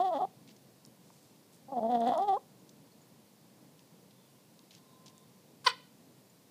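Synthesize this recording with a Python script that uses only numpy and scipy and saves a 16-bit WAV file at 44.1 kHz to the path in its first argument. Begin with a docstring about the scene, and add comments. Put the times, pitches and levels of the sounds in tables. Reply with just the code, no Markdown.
"""A hen close by gives two low calls, one short and one drawn out, that break between a purr and a clear note;
later comes one sharp, sneeze-like squawk that rings round the yard. Ticks, scuffs, far birds and a soft rumble lie round it.
The voice is pulses and breath from a syrinx, filtered by throat and beak; the squawk drives it hard amid hissing air.
Ticks and scuffs are bursts of band-passed noise, birds are narrow noise on a tone, and the garden is coloured noise."""
import sys
import numpy as np
from scipy import signal
from scipy.fft import rfft, irfft
from scipy.io import wavfile
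from scipy.ndimage import uniform_filter1d

SR = 44100
rng = np.random.default_rng(int(sys.argv[2]) if len(sys.argv) > 2 else 0)


def to_wav(s):
    """Save 16-bit WAV."""
    ch = np.atleast_2d(s).T  # columns
    pcm = np.round(np.clip(ch, -1, 1) * 32767)  # PCM
    wavfile.write(sys.argv[1], SR, pcm.astype(np.int16))


N = 286650
TIME = np.arange(N) / SR   # s

# colour of the air rushing out around the squawk: (frequency [Hz], level [dB])
SQUAWK_AIR_COLOUR = [(100, -49.5), (500, -15), (1200, 9), (2200, -5), (3200, -3.5), (5000, 0), (7000, -11),
                     (8500, -8.5), (10300, -22), (13500, -23), (15000, -22.5)]
SQUAWK_S = 5.6615   # when the squawk's voice starts


def from_db(db):
    """Decibels to gain."""
    return 10 ** (np.asarray(db) / 20)


def rms_one(x):
    """Scale to rms 1."""
    return x / np.sqrt(np.mean(x ** 2) + 1e-20)


def in_time(rows):
    """Each column of a curve at every sample."""
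    s, *columns = np.transpose(rows)
    return [np.interp(TIME, s, c) for c in columns]


def drift(hz):
    """Random values of spread 1, drawn hz times a second and joined by straight lines."""
    return np.interp(TIME * hz, np.arange(N // 20), rng.standard_normal(N // 20))


def bump(x, centre, width):
    """A bell of height 1 that falls to 1/e at width from its centre."""
    return np.exp(-np.minimum(((x - centre) / width) ** 2, 50))


def envelope(start, end, attack_s, release_s):
    """1 from start to end; rises by 60 dB over the attack before it and falls by 60 dB over the release after it."""
    outside = np.maximum(start - TIME, 0) / attack_s + np.maximum(TIME - end, 0) / release_s
    return from_db(-60 * np.minimum(outside, 4))


def colour(x, spectrum, size=4096):
    """Causal (minimum-phase) filter with the given response."""
    hz, db = np.transpose(spectrum)
    log_hz = np.log(np.fft.rfftfreq(size, 1 / SR) + 1)
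    gain = from_db(np.interp(log_hz, np.log(hz), db))
    # folding the cepstrum forward in time gives the minimum phase
    cepstrum = irfft(np.log(gain))
    cepstrum[1:size // 2] *= 2
    cepstrum[size // 2 + 1:] = 0
    response = irfft(np.exp(rfft(cepstrum)))
    return signal.fftconvolve(x, response)[:len(x)]


def band(x, hz, spread):
    """Band-pass from hz / spread to hz * spread."""
    spread = max(spread, 1.01)
    edges = [hz / spread, min(hz * spread, .45 * SR)]
    return signal.sosfilt(signal.butter(2, edges, "band", fs=SR, output="sos"), x)


def evened(x, size=440):
    """Hold the level near rms 1 over a window of size samples, smoothed twice."""
    power = uniform_filter1d(uniform_filter1d(x ** 2, size), size)
    return x / np.sqrt(np.abs(power) + 1e-14)


def whistle(hz, width_hz):
    """A noisy tone: narrow noise carried on a fixed or moving pitch."""
    turn = 2 * np.pi * np.cumsum(hz * np.ones(N)) / SR
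    return rms_one(drift(width_hz) * np.sin(turn) + drift(width_hz) * np.cos(turn))


def garden(waver_db=2.0, rumble_db=-0.33, rumble_hz=600, whine_hz=1035):
    """An uneven distant rumble under a steady soft hiss, with a faint narrow whine."""
    # outdoor noise colour: (frequency [Hz], level per Hz [dB])
    garden_colour = [(18, -76.5), (30, -53), (69, -27), (125, -0.5), (185, 1.5), (320, -4.5), (364, -8.5),
                     (460, -7), (735, -14), (1030, -15.5), (1270, -23), (3070, -24), (4650, -22),
                     (6040, -24.5), (15000, -27)]
    garden_db = -60   # rms before the rumble wavers
    lull_s, lull_width_s, lull_db = 4.6, 0.75, 2.5   # the distant rumble sinks for a while
    whine_s, whine_db, whine_rise_s, whine_fade_s = 5.03, -69, 1.7, 1.7   # swells once; rise and fade span 60 dB

    air = rms_one(colour(rng.standard_normal(N), garden_colour)) * from_db(garden_db)
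    rumble = signal.sosfilt(signal.butter(1, rumble_hz, fs=SR, output="sos"), air)
    swell = from_db(rumble_db - lull_db * bump(TIME, lull_s, lull_width_s) + waver_db * drift(17))
    whine_swell = envelope(whine_s, whine_s, whine_rise_s, whine_fade_s)
    whine = from_db(whine_db) * whine_swell * whistle(whine_hz, 30)
    return air + rumble * (swell - 1) + whine   # only the rumble's share of the air wavers


def birds(width_hz=450, distance_db=-2):
    """Small far-off birds: faint thin notes of steady pitch, blurred into narrow noise by distance."""
    # far notes: (start [s], length [s], pitch [Hz], level before the distance loss [dB])
    chirps = [(2.591, 0.016, 6820, -64), (2.908, .03, 4360, -67), (3.014, 0.015, 6900, -65),
              (4.1, .25, 3520, -74), (4.216, 0.22, 2940, -79), (4.848, 0.17, 3810, -72.5),
              (5.098, .2, 3640, -73), (6.297, 0.013, 7050, -61)]
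    notes = np.zeros(N)
    for s, length, hz, db in chirps:
        swell = np.sin(np.pi * np.clip((TIME - s) / length, 0, 1))
        notes += from_db(db) * swell * whistle(hz, width_hz)
    return from_db(distance_db) * notes


def yard(x, early_t60=0.12, late_t60=0.44, early_db=-14, late_db=-20.5, gap=0.021):
    """A few wall echoes, quick scatter from pots and paving, and a faint longer tail."""
    # colour the yard gives to every echo: (frequency [Hz], level [dB])
    yard_colour = [(200, 2), (500, 1), (1000, -8), (2500, 3), (4000, -2), (6000, -6), (10000, -11)]
    # near walls: (delay [s], level before colouring [dB])
    walls = [(.0125, -17.5), (.019, -19.5), (.034, -20.5)]
    t = TIME[:SR]
    decay = from_db(-60 * t / np.array([[early_t60], [late_t60]]))
    scatter = rng.standard_normal((2, SR)) * decay * (t > gap)
    scatter /= np.linalg.norm(scatter, axis=1, keepdims=True)
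    echo = from_db(early_db) * scatter[0] + from_db(late_db) * scatter[1]
    for delay, db in walls:
        echo[round(delay * SR)] += from_db(db)
    return signal.fftconvolve(x, colour(echo, yard_colour))[:N]


def scuffs(spread=1.63, grain_db=5.0):
    """Claws scuffing and feathers rustling: gritty friction that swells quickly and fades."""
    # strokes: (start [s], length [s], level [dB], band centre [Hz])
    strokes = [(0.473, 0.064, -60.5, 3570), (1.02, 0.44, -69.5, 5860), (1.523, 0.074, -67, 6400),
               (4.708, 0.095, -60, 3830), (5.058, 0.049, -59, 4370)]
    out = np.zeros(N)
    for s, length, level_db, hz in strokes:
        grit = rng.standard_normal(N) * from_db(grain_db * drift(640))
        stroke = np.sin(np.pi * np.sqrt(np.clip((TIME - s) / length, 0, 1)))
        out += from_db(level_db) * stroke * rms_one(band(grit, hz, spread))
    return out


def ticks(spread=1.43, size=4096):
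    """Beak and claws on stone: each tick is a tiny crack of horn that dies at once."""
    # ticks: (start [s], peak level [dB], band centre [Hz], time to fall by 60 dB [s])
    tick_rows = [(.564, -54, 4880, .037), (.851, -40, 5600, 0.0036), (.861, -46.5, 8040, .014),
                 (1.102, -47, 830, 0.017), (2.005, -46, 6740, 0.016), (2.077, -45, 6420, 0.012),
                 (2.178, -37, 6340, 0.005), (2.223, -48, 4980, 0.013), (2.692, -48, 5224, .025),
                 (3.793, -48, 4100, 0.0082), (4.108, -53.5, 3500, 0.046), (4.592, -46, 4230, 0.0093),
                 (4.708, -46.5, 3860, 0.034), (4.751, -46.5, 4400, .012), (5.061, -46.5, 4500, 0.024),
                 (5.08, -45.5, 4060, .02), (5.18, -45, 6200, 0.0071)]
    out = np.zeros(N + size)
    for s, peak_db, hz, t60 in tick_rows:
        crack = band(rng.standard_normal(size) * from_db(-60 * TIME[:size] / t60), hz, spread)
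        at = round(s * SR)
        out[at:at + size] += from_db(peak_db) * crack / np.abs(crack).max()
    return out[:N]


def syrinx(pitch, start=0):
    """Cycle count, one sharp pulse each time the membranes shut, and the puff of turbulent air that follows it."""
    cycles = np.cumsum(pitch) / SR
    cycles = cycles - cycles[round(start * SR)]
    samples_off = (cycles % 1 - .5) * SR / pitch   # distance from the closure
    pulses = np.sinc(samples_off) * np.exp(-(samples_off / 10) ** 2) - pitch / SR
    opening = (.5 + .5 * np.sin(2 * np.pi * cycles - 2.2)) ** 3
    puffs = rng.standard_normal(N) * opening
    return cycles, pulses, rms_one(puffs) * np.sqrt(pitch / SR)


def squawk_air(whistle_width_hz=900):
    """Air hisses out just before the squawk, grows with it and dies after it, with a thin falling whistle inside."""
    lead_s, length_s, attack_s, release_s = .017, 0.047, .003, .06   # attack and release span 60 dB
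    air_db, growth_db_per_s = -45.5, 141.5   # level at the start, and its growth
    whistle_hz, sag_hz_per_s, whistle_db, rise_s = 9560, 29000, -49, 0.0095

    start = SQUAWK_S - lead_s
    age = np.clip(TIME - start, 0, length_s)
    hiss = rms_one(colour(rng.standard_normal(N), SQUAWK_AIR_COLOUR))
    rush = from_db(air_db + growth_db_per_s * age) * hiss
    rise = np.minimum(age / rise_s, 1) ** 2
    thin = from_db(whistle_db) * rise * whistle(whistle_hz - sag_hz_per_s * age, whistle_width_hz)
    return envelope(start, start + length_s, attack_s, release_s) * (rush + thin)


def squawk(edge_air=0.45, burst_db=-14):
    """Air drives the syrinx hard for about eleven cycles of sagging pitch, brightest near the middle."""
    # open-beak tone, ringing near 1 kHz: (frequency [Hz], level [dB])
    open_beak_tone = [(40, -60), (300, -26), (500, -15), (780, -21), (950, -4.5), (1020, 1.5), (1100, 0),
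                      (1280, -10), (1500, -6.5), (1750, -19.5), (2000, -7.5), (2400, -12.5), (4000, -52.5)]
    # bright edge: (frequency [Hz], level [dB])
    bright_edge = [(100, -57.5), (1500, -20.5), (2500, -23), (3000, 0.5), (3500, -4), (4000, -3.5),
                   (4550, 1.5), (5000, -7), (5900, -8.5), (6600, -35), (9000, -40.5), (11000, -59.5)]
    level_db, start_hz, sag_hz_per_s = -20, 537.7, 3300
    attack_s, hold_s, release_s = 0.00786, 0.0087, 0.0065
    peak_edge_db, edge_loss_db = -1.5, 14.5   # edge against tone at its brightest, and its loss away from there
    edge_peak_s, edge_width_s = 0.0094, .0066   # brightest this long after the start

    corners = np.cumsum([0, attack_s, hold_s, release_s])
    age = np.clip(TIME - SQUAWK_S, 0, corners[-1])
    _, pulses, puffs = syrinx(start_hz - sag_hz_per_s * age, start=SQUAWK_S)
    tone = evened(colour(pulses, open_beak_tone), size=180)
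    edge = evened(colour(pulses + edge_air * puffs, bright_edge), size=180)
    edge_db = peak_edge_db - edge_loss_db * (1 - bump(age, edge_peak_s, edge_width_s))
    burst = from_db(burst_db) * rms_one(colour(puffs, SQUAWK_AIR_COLOUR))
    swell = np.interp(age, corners, [0, 1, 1, 0])
    voice = from_db(level_db) * swell * (tone + from_db(edge_db) * edge + burst)
    # a small beak radiates little bass
    return signal.sosfilt(signal.butter(2, 200, "high", fs=SR, output="sos"), voice)


def voice_controls():
    """Pitch and level of the calls, and the slackness, roughness, rasp and gape that follow from them and the breaks."""
    # each call's course: (time [s], pitch [Hz], level before the catches [dB])
    first_call = [(0.0, 348, -24.5), (0.036, 387.3, -29.5), (0.1, 365.5, -29.5), (0.11, 328.6, -34.5),
                  (0.128, 334.2, -30), (0.16, 269.6, -33), (0.182, 278.3, -33.5), (0.198, 391.4, -34),
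                  (0.202, 402, -33), (0.226, 375.5, -28), (0.252, 399, -30.5)]
    second_call = [(1.685, 254.2, -46), (1.711, 290.6, -45.5), (1.727, 278.8, -37), (1.743, 250.5, -41),
                   (1.771, 249.2, -30), (1.793, 215.9, -27.5), (1.805, 225.3, -35.5), (1.821, 227.7, -30.5),
                   (1.837, 222.8, -30.5), (1.883, 225.7, -30), (1.911, 252.5, -27.5), (1.961, 234.1, -29.5),
                   (2.049, 230.1, -30.5), (2.073, 256.8, -27.5), (2.101, 242.7, -27), (2.129, 271.8, -26.5),
                   (2.145, 332.9, -31), (2.165, 299.2, -32.5), (2.185, 353, -29), (2.219, 395, -27.5),
                   (2.269, 423.6, -38), (2.287, 405, -26.5), (2.305, 380, -26.5), (2.341, 389.8, -26.5),
                   (2.365, 430.3, -34), (2.371, 520, -34), (2.378, 533, -36.5)]
    # breaks from the purr up to the clear note:
    # (time [s], half length [s], added roughness [0-1], strain before it [dB])
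    breaks = [(.213, 0.0275, 0.64, 10.5), (2.129, .034, .85, 8), (2.197, .014, 0.7, 3.5)]
    # the voice catches and the level dips: (time [s], dip [dB])
    catches = [(1.713, 12), (1.802, 13), (1.815, 7)]
    catch_s = 0.0051   # half length
    call_attack_s, call_release_s = 0.01177, 0.0095   # to rise and to fall by 60 dB
    purr_hz, clear_hz, yelp_hz = 245.3, 365.6, 556   # the registers
    calm_rough, purr_rough = 0.1052, .13   # roughness of the clear note, and what the slack purr adds
    croak_rough, croak_s = 0.239, .025   # croaky around a catch: added roughness, half length
    strain_lead_s, strain_s = 0.043, 0.029   # the rasp swells just before each break
    usual_rasp_db, usual_level_db, rasp_per_db = -28.5, -28, 0.53   # rasp against tone; it grows with loudness
    rasp_growth_db, rasp_growth_s = 5.5, .19   # the second call starts smooth and takes on its rasp gradually
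    # the beak opens (0-1) between purr and clear note
    gape_rest, gape_wide, gape_hz, gape_span_hz = 0.065, 0.65, 318, 32.2
    gape_yelp, yelp_span_hz, gape_per_rough = 0.46, 59.4, 0.3   # and also in a closing yelp and in a break

    pitch, level_db = in_time(first_call + second_call)
    level_db = level_db - sum(dip_db * bump(TIME, s, catch_s) for s, dip_db in catches)
    sounding = sum(envelope(call[0][0], call[-1][0], call_attack_s, call_release_s)
                   for call in (first_call, second_call))
    slack = np.interp(pitch, [purr_hz, clear_hz], [1, 0])

    breaking = sum(depth * bump(TIME, s, length) for s, length, depth, _ in breaks)
    breaking = breaking + croak_rough * sum(bump(TIME, s, croak_s) for s, _ in catches)
    rough = calm_rough + purr_rough * slack + breaking

    strain_db = sum(db * bump(TIME, s - strain_lead_s, strain_s) for s, _, _, db in breaks)
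    fresh = bump(TIME, second_call[0][0], rasp_growth_s)   # the first call is already under way
    rasp_db = usual_rasp_db + rasp_per_db * (level_db - usual_level_db)
    rasp_db = rasp_db + strain_db - rasp_growth_db * fresh

    gape = gape_rest + gape_wide * bump(pitch, gape_hz, gape_span_hz)
    gape = gape + gape_yelp * bump(pitch, yelp_hz, yelp_span_hz) + gape_per_rough * breaking
    return pitch, from_db(level_db) * sounding, slack, np.clip(rough, 0, 1), rasp_db, np.clip(gape, 0, 1)


def calls(jitter=0.1344, shimmer=0.74, air=0.47, top_harmonic=4.11, rasp_waver_db=4.8, quaver_db=1.53,
          purr_body_db=4.5, purr_body_hz=1900):
    """The harmonic nearest the throat resonance leads; cycles turn uneven where the register breaks."""
    # throat with the beak shut, one strong resonance near 720 Hz: (frequency [Hz], level [dB])
    shut_throat = [(40, -72), (140, -15.5), (230, -5.5), (380, -12.5), (480, -8.5), (600, 0), (720, 2.5),
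                   (810, -0.5), (940, -12.5), (1150, -20), (1400, -35), (1650, -32.5), (1900, -42),
                   (2300, -54)]
    # beak open: more passes above the resonance and the bass falls away: (frequency [Hz], level [dB])
    open_throat = [(40, -78.5), (250, -21), (400, -24.5), (520, -10), (700, 12.5), (860, -2), (1060, -5),
                   (1250, -10), (1420, -19), (1650, -45), (2300, -51)]
    # the rasp that leaves through the beak: (frequency [Hz], level [dB])
    beak = [(60, -82), (500, -28.5), (1200, -1.5), (1650, -6.5), (1950, -1.5), (2230, -15.5), (2850, -9.5),
            (3100, -3.5), (3400, 4), (3800, -4), (4450, -8.5), (5200, -14.5), (6000, -18.5), (15000, -30)]

    pitch, level, slack, rough, rasp_db, gape = voice_controls()
    flutter = .015 * drift(130)
    cycles, pulses, puffs = syrinx(pitch * np.exp(jitter * rough ** 2 * drift(300) + flutter))
    strength = np.exp(shimmer * rough * drift(350))

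    # the airflow is a rounded wave of only four or five strong harmonics
    wave = sum(np.cos(2 * np.pi * k * (cycles - .5)) / (1 + (k / top_harmonic) ** 10) for k in range(1, 8))
    flow = strength * wave * 2 * pitch / SR + air * rough * puffs
    tone = evened((1 - gape) * colour(flow, shut_throat) + gape * colour(flow, open_throat))

    # slack membranes leak more air and shut more softly, so the low purr is huskier and darker
    leak = .28 + .25 * slack + 1.2 * rough
    buzz = strength * pulses + leak * puffs
    soft_lowpass = signal.butter(2, purr_body_hz, fs=SR, output="sos")
    soft = signal.sosfiltfilt(soft_lowpass, strength * pulses + .5 * leak * puffs)
    rasp = evened(colour(buzz + from_db(purr_body_db) * slack * soft, beak))

    quaver = from_db(quaver_db * (.5 + slack) * drift(120))   # the clear note is steadier than the purr
    rasp_gain = from_db(rasp_db + rasp_waver_db * drift(60))
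    return level * quaver * (tone + rasp_gain * rasp)


def scene(call_echo_db=-8.0):
    """Calls, ticks and scuffs face the listener and echo less; the squawk goes sideways into the yard."""
    near = calls() + ticks() + scuffs()
    sideways = squawk() + squawk_air()
    echoes = yard(from_db(call_echo_db) * near + sideways)
    return (near + sideways + echoes + birds() + garden())[None]


def record(dry):
    """The top is cut steeply above 15.4 kHz."""
    return signal.sosfilt(signal.ellip(12, .1, 70, 15400, fs=SR, output="sos"), dry)


dry = scene()
out = record(dry)
to_wav(out)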